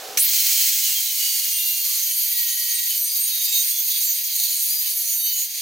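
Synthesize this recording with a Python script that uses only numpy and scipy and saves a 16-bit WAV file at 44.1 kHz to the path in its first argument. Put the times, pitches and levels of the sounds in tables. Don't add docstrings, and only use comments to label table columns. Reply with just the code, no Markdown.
import sys
import numpy as np
from scipy import signal
from scipy.fft import rfft, irfft, next_fast_len
from scipy.io import wavfile
from scipy.ndimage import uniform_filter1d

SR = 44100
rng = np.random.default_rng(int(sys.argv[2]) if len(sys.argv) > 2 else 0)


def log_audio(samples):
    frames = np.atleast_2d(samples).T
    limited = np.clip(frames, -1, 1)
    pcm = np.round(limited * 32767).astype(np.int16)
    wavfile.write(sys.argv[1], SR, pcm)


N = 247401
TIME = np.arange(N) / SR
FREQS_HZ = np.fft.rfftfreq(next_fast_len(N), 1 / SR) + 1

# pitch_hz, level_db
REFLECTIONS = [(60, -5), (150, -4), (330, -7), (500, -17), (800, -2), (1300, 0.5), (2400, -5), (4400, -1.5),
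               (6400, -9.5), (8500, -20.5), (15000, -23.5)]
# pitch_hz, left_minus_right_db
BALANCE = [(300, 0), (800, -0.5), (2400, -2.5), (4400, -3.8), (8000, -1), (15000, -0.5)]
# pitch_hz, level_db
AIR_COLOUR = [(12, -31), (20, -2.5), (139, -1.5), (176, 0), (274, -2.5), (300, 0), (390, -23), (660, -120)]
# start_s, level_db
BUMPS = [(.093, -48), (0.254, -38.5)]
# time_s, speed_hz
MOTOR_SPEED = [(0.17, 564), (0.41, 565), (0.65, 536), (1.01, 454), (1.18, 418.0), (1.31, 420),
               (1.41, 413.7), (1.51, 406), (1.61, 400.4), (1.71, 400), (1.81, 397.3), (1.87, 394.7),
               (1.96, 389.2), (2.02, 384.7), (2.15, 380.6), (2.29, 389), (2.46, 381.3), (2.59, 384.3),
               (2.7, 381.2), (2.81, 385.8), (2.96, 377.6), (3.12, 374.5), (3.2, 384.3), (3.28, 382.6),
               (3.4, 378), (3.49, 373), (3.64, 380.3), (3.8, 380.8), (3.9, 384.2), (3.98, 382),
               (4.07, 374.4), (4.2, 381.2), (4.32, 389), (4.41, 375.7), (4.53, 372.6), (4.76, 374.2),
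               (4.87, 372.6), (5.04, 378.8), (5.11, 377), (5.26, 379), (5.35, 373.7), (5.44, 363),
               (5.59, 409)]
# pitch_hz, level_db
FAN_COLOUR = [(30, -44), (200, -21), (290, -11), (420, -7.5), (620, -1.5), (950, -7), (1400, -5),
              (1900, -9.5), (4300, -6), (6500, -6.5), (9000, -14), (13000, -10.5), (16000, -11)]
# pitch_hz, width_hz, free_boost_db, loaded_boost_db
HOUSING_RINGS = [(419, 42, 9.1, 2.6), (481, 34, 15.5, 10.7), (563, 9.7, 4.9, 2.9), (771, 51, 13.5, 10.2)]
# pitch_hz, level_db
CRACK_COLOUR = [(120, -45), (350, -28), (900, -15), (1800, 6), (4500, 4), (6400, 7.5), (9000, 7.5),
                (16000, -1)]
# pitch_hz, width_hz, boost_db
CRACK_RINGS = [(4400, 250, 5), (5980, 200, 17.5), (6500, 180, 7)]
# time_s, level_db
HAND_PRESSURE = [(0.21, -24), (0.25, -20.5), (0.61, -19), (1.17, -22), (1.25, -19), (1.75, -22),
                 (1.91, -19), (2.07, -20.5), (2.97, -21), (3.01, -23.5), (3.53, -20), (4.25, -22.5),
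                 (4.37, -21.5), (4.91, -21.5), (4.95, -23.5), (5.09, -22.5), (5.17, -25.5), (5.43, -22),
                 (5.49, -26.5), (5.59, -22)]
# pitch_hz, level_db
SKIM_COLOUR = [(500, -41), (1200, -26), (1700, -17.5), (2150, -6.5), (3500, -5.5), (4250, -0.5),
               (4800, -1.5), (6500, 4.5), (7700, 1), (9500, 1), (10800, -4.5), (12300, 7.5), (13200, 0),
               (14900, 8), (15900, 6)]
# pitch_hz, level_db
GROOVE_COLOUR = [(500, -41.5), (1000, -34), (1500, -27), (2100, -10), (3500, -8.5), (4300, -1), (5300, -5),
                 (6450, 8), (7900, -7.5), (8900, 1), (11300, -1.5), (12400, 14), (15000, 15), (15900, 3.5)]
# pitch_hz, width_hz, skim_boost_db, groove_boost_db
CUT_RINGS = [(1684, 27, 5, 11), (2153, 27, 6.5, 2.5), (3064, 12, 16, 6), (3247, 63, 8.5, 10),
             (4240, 150, 6, 1), (3820, 40, -1, 3), (4520, 160, -9, 3), (4570, 56, 14, 6),
             (8600, 190, -3.5, 7)]
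# offset_db, db_per_hz of extra motor speed, skid_loss_db, pressure_share, lift_loss_db
CUT_BANDS = [(-12, 0.0287, 0, 0.93, 0.5), (-6.5, 0.0228, 8, 0.81, 2), (-2.5, 0.0376, 0, 0.35, 7)]
BAND_EDGES_HZ = [5300, 11500]
# pitch_hz, boost_db
CHATTER_TILT = [(2200, -5.5), (3300, -4), (4200, -3), (4600, -5.5), (5500, -5), (7000, -4.5), (8700, -0.5),
                (9700, 2), (11200, 3.5), (13000, 1.5)]
# middle_s, length_s
JUDDERS = [(1.66, 0.68), (2.12, 0.14), (2.33, 0.12), (2.58, 0.13), (3.04, 0.17), (3.25, 0.21),
           (3.83, 0.069), (4.1, 0.35), (4.98, 0.076), (5.19, 0.21)]
# start_s, end_s, order, level_db, neighbour_share, left_minus_right_db
SQUEALS = [(0.82, 0.95, 6, -36, 0.1, -3), (0.95, 1.002, 7, -33.5, 0.1, -4), (1.037, 1.11, 9, -34, 0.2, -6),
           (1.064, 1.14, 7, -39.0, 0, 2), (1.184, 1.427, 11, -34.5, 0, -7), (1.192, 1.365, 7, -34.5, 0, -3),
           (1.243, 1.424, 21, -40, 0.5, -1), (1.4, 1.563, 7, -40, 0, 1.5), (1.53, 1.586, 22, -29, 0.1, 0),
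           (1.541, 1.63, 8, -38.5, 0, 1), (1.564, 1.698, 9, -37.0, 0.1, -2), (1.571, 1.812, 7, -36, 0, -2),
           (1.575, 1.718, 33, -33, 0.3, -7), (1.613, 1.86, 11, -39.5, 0.1, -9),
           (1.62, 1.723, 10, -45, 0, -10), (1.85, 2.012, 3, -55, 0, -4), (1.98, 2.06, 16, -33, 0.3, -6),
           (2.05, 2.317, 8, -45.5, 0, 6), (2.057, 2.2, 23, -41, 0.1, 10), (2.099, 2.997, 3, -69.0, 0, -2),
           (2.15, 2.2, 32, -28, 0.2, 1), (2.335, 2.865, 5, -44.5, 0, -3), (2.37, 2.49, 38, -27.5, 0.3, -6),
           (2.45, 2.741, 8, -45, 0, 11), (2.473, 2.552, 17, -33, 0.5, -2), (2.715, 2.823, 10, -38, 0.1, -5),
           (2.744, 2.779, 23, -27.5, 0.1, 2), (2.899, 2.967, 8, -36, 0, -2),
           (2.985, 3.12, 16, -35.5, 0.2, 0), (2.991, 3.12, 23, -30.5, 0.2, -2),
           (3.004, 3.06, 33, -29, 0.5, 5), (3.07, 3.176, 13, -34, 0, 5), (3.15, 3.33, 3, -68.5, 0, -1),
           (3.202, 3.268, 23, -25, 0.1, -1), (3.286, 3.51, 10, -38, 0, -19), (3.432, 3.508, 13, -33, 0, 10),
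           (3.484, 3.544, 20, -32.0, 0.1, -2), (3.514, 3.622, 10, -29.5, 0, -10),
           (3.536, 3.623, 17, -31, 0.5, -1), (3.543, 3.774, 23, -39, 0.1, -10),
           (3.718, 3.818, 9, -36, 0, -4), (3.78, 3.883, 38, -33, 0.6, -9), (3.903, 3.986, 9, -36, 0, -6),
           (3.9, 4.004, 10, -38.5, 0, -11), (3.943, 4.164, 23, -37, 0.1, -6),
           (4.022, 4.101, 20, -35, 0.1, -3), (4.064, 4.132, 17, -32.5, 0.9, -6),
           (4.097, 4.148, 37, -26, 0.3, -3), (4.358, 4.472, 23, -40, 0.2, -6),
           (4.38, 4.469, 10, -36, 0, -8), (4.539, 4.684, 23, -40, 0.3, -4), (4.698, 4.806, 13, -32.0, 0, 7),
           (4.779, 4.941, 3, -62, 0, 1), (4.888, 5.28, 29, -38, 0.1, -7), (4.959, 5.052, 33, -36, 0.3, 4),
           (5.059, 5.3, 23, -36.5, 0.1, 6.5), (5.068, 5.137, 25, -38, 0.7, -5),
           (5.06, 5.173, 17, -36, 1, -6), (5.119, 5.197, 35, -30, 0.2, -7), (5.19, 5.331, 10, -37.5, 0, -7),
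           (5.203, 5.31, 16, -35, 0.1, -12), (5.193, 5.323, 12, -37.5, 0, -4), (5.214, 5.41, 8, -40, 0, -2),
           (5.222, 5.298, 33, -31, 0.35, 3), (5.233, 5.286, 35, -28, 0.3, -8),
           (5.326, 5.43, 18, -31, 0.15, -4), (5.38, 5.45, 19, -35, 0.1, -15)]
# start_s, end_s, level_db
SCRAPES = [(0.832, 0.877, -23), (1.88, 2.05, -38), (2.813, 2.9, -34), (3.831, 3.948, -32), (4, 4.063, -28),
           (4.321, 4.588, -26.5), (4.599, 4.717, -30.5), (5.367, 5.459, -34)]
# pitch_hz, level_db
SCRAPE_COLOUR = [(800, -45), (2500, -23), (4000, -2.5), (5400, -9), (7000, 5), (7900, -9), (9200, 1),
                 (15000, 0.5)]
# pitch_hz, width_hz, boost_db
SCRAPE_RINGS = [(4150, 310, 13), (4430, 250, 7.2), (6250, 370, 7.7), (6660, 300, 6.7)]

TOUCH_S, CHATTER_FADE_S, LIFT_S = 0.1722, 5.26, 5.43
SINK_START_S, SINK_END_S = 0.51, 3
LOADED_HZ, CUTOFF_HZ = 380, 15850


def from_db(db):
    return 10 ** (np.asarray(db) / 20)


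def rms(x):
    return np.sqrt(np.mean(x ** 2) + 1e-20)


def in_time(rows):
    return np.interp(TIME, *np.transpose(rows))


def response(colour, rings=()):
    hz, db = np.transpose(colour)
    boosts = sum(boost / (1 + (2 * (FREQS_HZ - centre) / width) ** 2) for centre, width, boost in rings)
    return from_db(np.interp(np.log(FREQS_HZ), np.log(hz), db) + boosts)


def filtered(x, gain):
    size = next_fast_len(N)
    return irfft(rfft(x, size) * gain, size)[..., :N]


def drift(rate_hz, size=N):
    pole = np.exp(-80 * np.pi * rate_hz / SR)
    slow = signal.lfilter([1], [1, -2 * pole, pole * pole], rng.standard_normal(N // 40 + 2002))[2000:]
    return np.interp(np.arange(size) / 40, np.arange(len(slow)), slow / rms(slow))


def fade(start_s, end_s, share=0.28):
    inside_s = np.minimum(TIME - start_s, end_s - TIME)
    return np.clip(inside_s / (share * (end_s - start_s)) + .5, 0, 1)


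def in_room(pair, gain, walls_db=0):
    direct = filtered(pair[0], gain)
    reflected = filtered(pair[1], gain * response(REFLECTIONS)) * from_db(walls_db)
    return np.array([direct + reflected, direct - reflected])


def background(air_db=-78, bump_hz=125, bump_decay_s=0.02):
    air = in_room(rng.standard_normal((2, N)), response(AIR_COLOUR))
    out = air / rms(air) * from_db(air_db)
    for start_s, db in BUMPS:
        age = np.maximum(TIME - start_s, 0)
        out += from_db(db - 60 * age / bump_decay_s) * np.sin(2 * np.pi * bump_hz * age)
    return out


def fan(speed, free_db=-40, loaded_db=-71, db_per_hz=0.06):
    def rush(rings, walls_db):
        air = in_room(rng.standard_normal((2, N)), response(FAN_COLOUR, rings), walls_db)
        hollow = filtered(air.mean(0), (FREQS_HZ > 300) & (FREQS_HZ < 900))
        return air / rms(hollow)
    free = rush([(hz, width, boost) for hz, width, boost, _ in HOUSING_RINGS], walls_db=-7)
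    loaded = rush([(hz, width, boost) for hz, width, _, boost in HOUSING_RINGS], walls_db=0)
    loaded *= from_db(loaded_db + db_per_hz * (speed - LOADED_HZ))
    turned_down = np.clip((TIME - TOUCH_S) / 0.018, 0, 1)
    return (1 - turned_down) * from_db(free_db) * free + turned_down * loaded


def crack(level_db=-12, decay_s=0.1):
    age = np.maximum(TIME - TOUCH_S, 0)
    ring = in_room(rng.standard_normal((2, N)), response(CRACK_COLOUR, CRACK_RINGS))
    return ring / rms(ring) * from_db(level_db - 60 * age / decay_s) * np.minimum(age / 0.0011, 1)


def skid(start_hz=7210, rise_hz_per_s=71000, top_hz=15100, level_db=-17.5, swell_s=0.028, hold_s=0.048):
    age = np.maximum(TIME - TOUCH_S, 0)
    centre_hz = np.minimum(start_hz + rise_hz_per_s * age, top_hz)
    dying_s = np.maximum(age - swell_s - hold_s, 0)
    swell = np.minimum(age / swell_s, 1) * from_db(level_db - 220 * dying_s)
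    noise = signal.sosfilt(signal.butter(2, 1800, fs=SR, output="sos"), rng.standard_normal((2, N)))
    zing = ((noise[0] + 1j * noise[1]) * np.exp(2j * np.pi * np.cumsum(centre_hz) / SR)).real
    treble_only = 1 / (1 + (6800 / FREQS_HZ) ** 8)
    zing = filtered(zing * from_db(1.5 * drift(150)), treble_only)
    return swell * zing / rms(zing)


def grit(ticks_per_s, spread_db, tick_share):
    sizes = from_db(spread_db * np.minimum(rng.exponential(1, N), 4)) * rng.choice([-1, 1], N)
    ticks = sizes * (rng.random(N) < ticks_per_s / SR)
    hiss = np.sqrt(1 - tick_share) * rng.standard_normal((2, N))
    return hiss + np.sqrt(tick_share) * ticks / rms(ticks) * [[1], [0]]


def chatter(speed, angle, phases, wear_hz=23.4, flare_db=3.5, flare_hz=5, link=0.52):
    out, wave = np.zeros((2, N)), np.ones(N, complex)
    turn = np.exp(1j * angle)
    surge = drift(flare_hz)
    for order in range(1, int(CUTOFF_HZ / speed.min()) + 1):
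        wave = wave * turn
        surge = link * surge + np.sqrt(1 - link ** 2) * drift(flare_hz)
        flare = from_db(flare_db * np.tanh(surge)) * (order * speed < CUTOFF_HZ)
        steady = 1.4 / (1 + (order * LOADED_HZ / 12000) ** 4)
        for path, phase in zip(out, phases[order]):
            strength = steady * np.exp(1j * phase) + drift(wear_hz) + 1j * drift(wear_hz)
            path += flare * (strength * wave).real
    return out / rms(out) * np.sqrt(2 * CUTOFF_HZ / SR)


def chatter_over_hiss(speed, db_per_hz=0.26, judder_db=3, fade_db_per_s=48):
    judder = sum(np.cos(np.pi * np.clip((TIME - middle) / length, -.5, .5)) for middle, length in JUDDERS)
    bite_db = 0.54 - db_per_hz * (speed - LOADED_HZ) + 1.2 * drift(0.93)
    return from_db(bite_db + judder_db * judder - fade_db_per_s * np.maximum(TIME - CHATTER_FADE_S, 0))


def flexing_disc(drive, speed, tilt=1, pitch_swing=0.0105, speed_range_hz=27):
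    relaxed = np.clip(.5 + (speed - LOADED_HZ) / speed_range_hz, 0, 1)
    out = 0
    for shift, share in ((1 - pitch_swing, 1 - relaxed), (1 + pitch_swing, relaxed)):
        rings = [(hz * shift, width, boost) for hz, width, _, boost in CUT_RINGS]
        out += in_room(drive * share, tilt * response(GROOVE_COLOUR, rings))
    return out


def give_way(squeal, level_db, smooth_s=0.034):
    power = np.maximum(uniform_filter1d(squeal ** 2, int(smooth_s * SR)), 0)
    return 1 / np.sqrt(1 + 0.24 * power / from_db(level_db) ** 2)


def cut(speed, angle, phases, squeal, usual_db=-21.5, grip_s=0.14, disc_per_motor_turn=0.3):
    buzz_gain = chatter_over_hiss(speed)
    motor_throb = 0.12 * np.minimum(buzz_gain, 1) * np.cos(angle)
    disc_wobble = 0.022 * np.cos(disc_per_motor_turn * angle)
    pulsing = (1 + motor_throb + disc_wobble) * from_db(0.71 * drift(19.4))
    hiss = pulsing * grit(ticks_per_s=2500, spread_db=2.5, tick_share=0.18)
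    buzz = pulsing * chatter(speed, angle, phases)
    skidding = np.clip(1 - ((TIME - TOUCH_S) / grip_s) ** 2, 0, 1)
    depth = np.interp(TIME, [SINK_START_S, SINK_END_S], [0, 1])
    lifted = np.clip((TIME - LIFT_S) / 0.079, 0, 1)
    pressure_db = in_time(HAND_PRESSURE) - usual_db
    skim_colour = response(SKIM_COLOUR, [(hz, width, boost) for hz, width, boost, _ in CUT_RINGS])
    ringing_hiss = flexing_disc(hiss, speed)
    ringing_buzz = flexing_disc(buzz, speed, response(CHATTER_TILT))
    out = 0
    for k, (offset_db, db_per_hz, skid_loss_db, pressure_share, lift_loss_db) in enumerate(CUT_BANDS):
        band = np.digitize(FREQS_HZ, BAND_EDGES_HZ) == k
        level_db = usual_db + offset_db + pressure_share * pressure_db + db_per_hz * (speed - LOADED_HZ)
        level_db += 0.89 * depth * drift(14) - skid_loss_db * skidding - lift_loss_db * lifted
        skimming = in_room(hiss, skim_colour * band, walls_db=-2)
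        cutting, buzzing = filtered(ringing_hiss, band), filtered(ringing_buzz, band)
        hiss_rms = rms(cutting.mean(0))
        sound = (1 - depth) * skimming / rms(skimming.mean(0))
        sound += (depth * cutting + buzz_gain * buzzing) / hiss_rms
        sound *= give_way(filtered(squeal, band), level_db)
        sound /= np.sqrt(1 + 0.92 * (buzz_gain * rms(buzzing.mean(0)) / hiss_rms) ** 2)
        out += sound * from_db(level_db)
    return out * np.clip((TIME - TOUCH_S) / 0.0023, 0, 1)


def squeals(angle, phases, waver_db=0.5, waver_rad=0.013, roughness=0.27):
    out, walls = np.zeros((2, N)), response(REFLECTIONS)
    ears = np.array([[1], [-1]])
    for start_s, end_s, order, db, neighbour_share, pan_db in SQUEALS:
        swell = fade(start_s, end_s)
        on = np.flatnonzero(swell)
        pan = from_db(ears * pan_db / 2)
        for k, share in ((order - 1, neighbour_share), (order, 0.93), (order + 1, neighbour_share)):
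            lag = ears * np.arctan(np.interp(k * LOADED_HZ, FREQS_HZ, walls)) * rng.choice([-1, 1])
            strength = share * np.sqrt(2) * swell[on] * from_db(db - 0.1 + waver_db * drift(5, len(on)))
            strength *= 1 + roughness * drift(55, len(on))
            phase = k * (angle[on] + waver_rad * drift(25, len(on)))
            out[:, on] += pan / pan.mean() * strength * np.cos(phase + phases[k, 0] + lag)
    return out


def scrapes(angle, rough_db=2, rough_hz=70, throb=0.17):
    grains = grit(ticks_per_s=970, spread_db=5, tick_share=0.49)
    rasp = in_room(grains, response(SCRAPE_COLOUR, SCRAPE_RINGS))
    rasp *= from_db(rough_db * drift(rough_hz)) * (1 + throb * np.cos(angle))
    swell = sum(from_db(db) * fade(start_s, end_s) for start_s, end_s, db in SCRAPES)
    return swell * rasp / rms(rasp)


def scene():
    speed = in_time(MOTOR_SPEED)
    angle = 2 * np.pi * np.cumsum(speed) / SR
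    phases = rng.uniform(0, 2 * np.pi, size=(64, 2, 1))
    squealing = squeals(angle, phases)
    grinding = cut(speed, angle, phases, squealing.mean(0)) + scrapes(angle)
    sound = grinding + crack() + skid() + fan(speed) + background()
    left_gain = np.sqrt(response(BALANCE))
    return filtered(sound, np.array([left_gain, 1 / left_gain])) + squealing


def record(dry):
    return signal.sosfilt(signal.ellip(12, .1, 90, CUTOFF_HZ, fs=SR, output="sos"), dry)


dry = scene()
out = record(dry)
log_audio(out)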